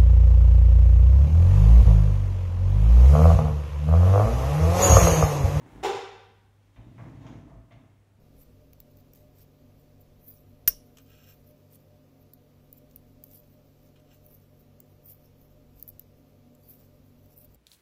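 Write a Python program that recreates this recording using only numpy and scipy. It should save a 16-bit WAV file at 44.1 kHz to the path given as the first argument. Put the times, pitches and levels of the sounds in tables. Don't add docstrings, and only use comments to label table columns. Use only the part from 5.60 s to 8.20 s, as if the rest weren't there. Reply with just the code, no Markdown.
import sys
import numpy as np
from scipy import signal
from scipy.fft import rfft, irfft, next_fast_len
from scipy.io import wavfile
from scipy.ndimage import uniform_filter1d, map_coordinates

SR = 44100
rng = np.random.default_rng(int(sys.argv[2]) if len(sys.argv) > 2 else 0)


def master(y):
    cut = np.clip(np.atleast_2d(y).T, -1, 1)
    pcm = np.round(cut * 32767)
    wavfile.write(sys.argv[1], SR, pcm.astype(np.int16))


N = 114660


def amp(db):
    return 10 ** (np.asarray(db) / 20)


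def unit(x):
    return x / np.sqrt(np.mean(x ** 2) + 1e-20)


def along(points, hz):
    f, v = np.transpose(points)
    return np.interp(np.log(hz + 1), np.log(f + 1), v)


def clock():
    return np.arange(N) / SR


def wobble(rate):
    return map_coordinates(rng.standard_normal(256), [clock() * rate], mode="wrap")


def filtered(x, response):
    m = next_fast_len(N + SR // 2)
    return irfft(rfft(x, m) * response(np.fft.rfftfreq(m, 1 / SR)), m)[:N]


def noise(colour):
    return unit(filtered(rng.standard_normal(N), lambda hz: amp(along(colour, hz))))


def swells(rows):
    return sum(amp(db) * np.exp(-.5 * ((clock() - s) / length) ** 2) for s, db, length in rows)


def level(rows):
    return amp(np.interp(clock(), *np.transpose(rows)))


def room(x):
    # frequency in Hz, time to fall 60 dB in s.
    decay_times = [(60, 0.75), (200, 0.36), (400, 0.79), (800, 0.76), (1500, 0.93), (3800, 0.86),
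                   (5500, 0.79), (7500, 0.55), (11000, 0.43), (15000, 0.27)]
    build_s = 0.001
    hz, t, z = signal.stft(rng.standard_normal(SR), SR, nperseg=256)
    t60 = along(decay_times, hz)[:, None]
    tail = signal.istft(z * amp(-60 * t / t60), SR, nperseg=256)[1]
    tail = tail * (1 - np.exp(-np.arange(len(tail)) / SR / build_s))
    return signal.fftconvolve(x, tail / np.linalg.norm(tail))[:N]


def clack():
    # start in s, ring level in dB, crack level in dB, both before the mix.
    contacts = [(0.2288, -33.5, -37), (0.234, -25.5, -25.5), (0.2459, -16.5, -24.5), (.258, -28, -31),
                (.282, -27.5, -50), (.346, -38.5, -35)]
    # frequency in Hz, relative level in dB, time to fall 60 dB in s.
    skate_modes = [(392.6, -1, 0.14), (407, -7.5, 0.25), (456.4, 0, 0.1), (525.2, -10, 0.19),
                   (770.9, -0.5, 0.14), (790.5, -5, 0.17), (829.6, -5, 0.14), (945.5, -13, 0.24),
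                   (997, -23.5, 0.51), (1187, -15, 0.22), (1940, -20, 0.15), (2090, -15.5, 0.083),
                   (2294, -21.5, 0.16), (2556, -18.5, .1), (3200, -24.5, .2)]
    # frequency in Hz, relative level in dB.
    crack_colour = [(150, -14), (280, -30), (420, -10), (620, -3), (900, 2), (1400, -1.5), (1800, -6),
                    (2600, -5.5), (3700, -7), (4600, -15), (5500, -11), (6100, -16), (7000, -11.5),
                    (7900, -22), (9600, -21.5), (10300, -29.5), (15500, -29.5)]
    ring_attack_s, crack_attack_s, crack_t60_s = 0.0027, 0.00078, 0.072
    ring_direct_db, ring_room_db = -5.5, -6.5
    crack_direct_db, crack_room_db = -6.5, -2
    out = np.zeros(N)
    for s, ring_db, crack_db in contacts:
        t = np.maximum(clock() - s, 0)
        modes = np.zeros(N)
        for hz, db, t60 in skate_modes:
            strength = amp(db + rng.normal(0, 1))
            modes += strength * np.exp(-np.log(1000) * t / t60) * np.sin(2 * np.pi * hz * t)
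        ring = amp(ring_db) * modes * (1 - np.exp(-t / ring_attack_s))
        crack_envelope = (1 - np.exp(-t / crack_attack_s)) * np.exp(-np.log(1000) * t / crack_t60_s)
        crack = amp(crack_db) * noise(crack_colour) * crack_envelope
        out += amp(ring_direct_db) * ring + amp(ring_room_db) * room(ring)
        out += amp(crack_direct_db) * crack + amp(crack_room_db) * room(crack)
    return out


def bumps():
    bumps_per_s, spread_db = 1500, 1.5
    hits = rng.random(N) < bumps_per_s / SR
    return hits * rng.standard_normal(N) * amp(spread_db * rng.standard_normal(N))


def board_response(f):
    # frequency in Hz, width in Hz, relative level in dB.
    boards = [(118, 34, 9), (160, 13, -8.5), (237, 22, -3), (285.6, 79, 1.5), (655, 34, -8.5),
              (910, 55, -30)]
    total = 0
    for k, (centre, width, db) in enumerate(boards):
        damping = 1j * f * width
        total = total + (-1) ** k * amp(db) * damping / (centre * centre - f * f + damping)
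    return total / (1 + (f / 1200) ** 4)


def rolling():
    # time in s, level in dB before the mix.
    rumble_level = [(0, -55), (.05, -49.5), (.13, -54.5), (.19, -45), (.25, -55), (.37, -54), (.44, -66),
                    (.56, -69.5), (.7, -89), (1.14, -74), (1.18, -51.5), (1.24, -60), (1.28, -47.5),
                    (1.35, -52.5), (1.429, -43.5), (1.6, -44.5), (1.68, -43), (1.78, -44), (1.83, -48),
                    (1.95, -50.5), (2.1, -59), (2.2, -52.5), (2.301, -60), (2.4, -68.5), (2.54, -72.5),
                    (2.6, -58)]
    # time in s, level in dB before the mix.
    grit_level = [(0, -54), (.06, -52.5), (.22, -51), (.3, -78), (1.14, -73.5), (1.2, -55.5), (1.28, -71),
                  (1.36, -66), (1.43, -53.5), (1.58, -62.5), (1.68, -46.5), (1.78, -56), (1.85, -74),
                  (1.9, -52), (1.97, -71), (2.07, -74.5), (2.2, -62), (2.35, -78), (2.6, -80)]
    # frequency in Hz, relative level in dB.
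    grit_colour = [(60, -15), (200, 1), (330, 4.5), (470, -1.5), (660, -3), (870, -3), (1150, -8),
                   (1400, -12), (2100, -15.5), (3500, -29), (4900, -37), (6500, -27.5), (8000, -38),
                   (15000, -46)]
    board_db, grit_db, grit_room_db = -2, -1.5, -5.5
    drum = filtered(bumps(), board_response)
    drum = drum / np.sqrt(np.abs(uniform_filter1d(drum ** 2, size=SR // 20)) + 1e-12)
    crunch = unit(filtered(bumps(), lambda hz: amp(along(grit_colour, hz))))
    grit = level(grit_level) * crunch
    grit_in_room = 0.61 * grit + amp(grit_room_db) * room(grit)
    return amp(board_db) * level(rumble_level) * drum + amp(grit_db) * grit_in_room


def joists():
    # centre in s, lowest mode in dB, second mode in dB,
    # length (standard deviation of the swell) in s.
    sways = [(0.19, -47, -57, 0.041), (0.308, -52, -63, 0.043), (0.366, -69, -48.5, 0.022),
             (1.202, -45, -43.5, 0.017), (1.274, -51, -44, 0.019), (1.44, -65, -46, .06),
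             (1.725, -55, -64, 0.21), (1.985, -49, -50.5, 0.034), (2.163, -58, -49, 0.017)]
    lowest_hz, second_hz = 54.6, 114.3
    wander_rad = 0.87
    s, low_db, second_db, length = np.transpose(sways)
    out = np.zeros(N)
    for hz, db in [(lowest_hz, low_db), (second_hz, second_db)]:
        phase = 2 * np.pi * hz * clock() + wander_rad * wobble(16)
        out += swells(zip(s, db, length)) * np.sin(phase)
    return out


def knocks():
    # start in s, level in dB before attack and room, dull above in Hz,
    # length in s, over which the decay falls by e squared.
    truck_knocks = [(1.159, -57.5, 3750, .045), (1.38, -43, 2310, 0.01), (1.386, -50.5, 2000, 0.071),
                    (1.624, -55, 1390, 0.019), (1.659, -62, 3000, 0.029), (1.664, -46.5, 6000, 0.015),
                    (1.877, -60, 1100, 0.038), (1.915, -57, 1160, .05), (2.106, -55.5, 3100, 0.044),
                    (2.119, -52, 5000, 0.015)]
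    # frequency in Hz, relative level in dB.
    knock_colour = [(100, 0), (450, -6), (660, 8.5), (800, -3), (1150, 1), (1350, -6), (1600, -5),
                    (2050, -2), (2600, -7.5), (3500, -6), (4900, -16), (6800, -5.5), (8000, -20),
                    (15000, -39)]
    slope, attack_s = 11.5, 0.0033
    out = np.zeros(N)
    for s, db, hz, length in truck_knocks:
        t = np.maximum(clock() - s, 0)
        body = unit(filtered(noise(knock_colour), lambda f: 1 / np.sqrt(1 + (f / hz) ** slope)))
        out += amp(db) * body * (1 - np.exp(-t / attack_s)) * np.exp(-2 * t / length)
    return 1.09 * out + room(out)


def scuffs():
    # centre in s, level in dB before the mix, length (standard deviation) in s.
    rubs = [(1.06, -79.5, 0.045), (1.16, -78.5, 0.018), (1.46, -76, 0.14), (1.68, -70.5, 0.048),
            (1.76, -91, 0.024)]
    # frequency in Hz, relative level in dB.
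    rub_colour = [(500, -46), (2000, 3), (3300, 3), (4800, -6), (5600, -2.5), (7000, -5), (7800, -16.5),
                  (10500, -23), (14000, -16), (16000, -41)]
    # centre in s, level in dB before the mix, length (standard deviation) in s.
    swishes = [(.15, -66.5, 0.1), (1.44, -74.5, 0.17)]
    # frequency in Hz, relative level in dB.
    cloth_colour = [(600, 2), (3000, -0.5), (5000, -10), (9000, -11.5), (14000, -16), (16000, -14)]
    wheels = swells(rubs) * noise(rub_colour)
    cloth = swells(swishes) * noise(cloth_colour)
    hiss = (wheels + cloth) * amp(1.6 * wobble(39))
    return 0.83 * hiss + 0.66 * room(hiss)


def background():
    # frequency in Hz, relative level in dB.
    air_colour = [(22, -35), (32, -21), (45, -4.5), (100, -11.5), (200, -16), (430, -23.5), (860, -27),
                  (1270, -31), (2270, -34.5), (4800, -42), (6200, -42), (12400, -46), (15500, -48)]
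    air_db, hum_db, hum_hz = -65.5, -62.5, 100.3
    hum = np.sqrt(2) * np.sin(2 * np.pi * hum_hz * clock())
    return amp(air_db) * noise(air_colour) + amp(hum_db) * hum


def scene():
    return (clack() + rolling() + joists() + knocks() + scuffs() + background())[None]


def record(dry):
    top_hz = 15700
    return filtered(dry[0], lambda hz: hz < top_hz)[None]


dry = scene()
out = record(dry)
master(out)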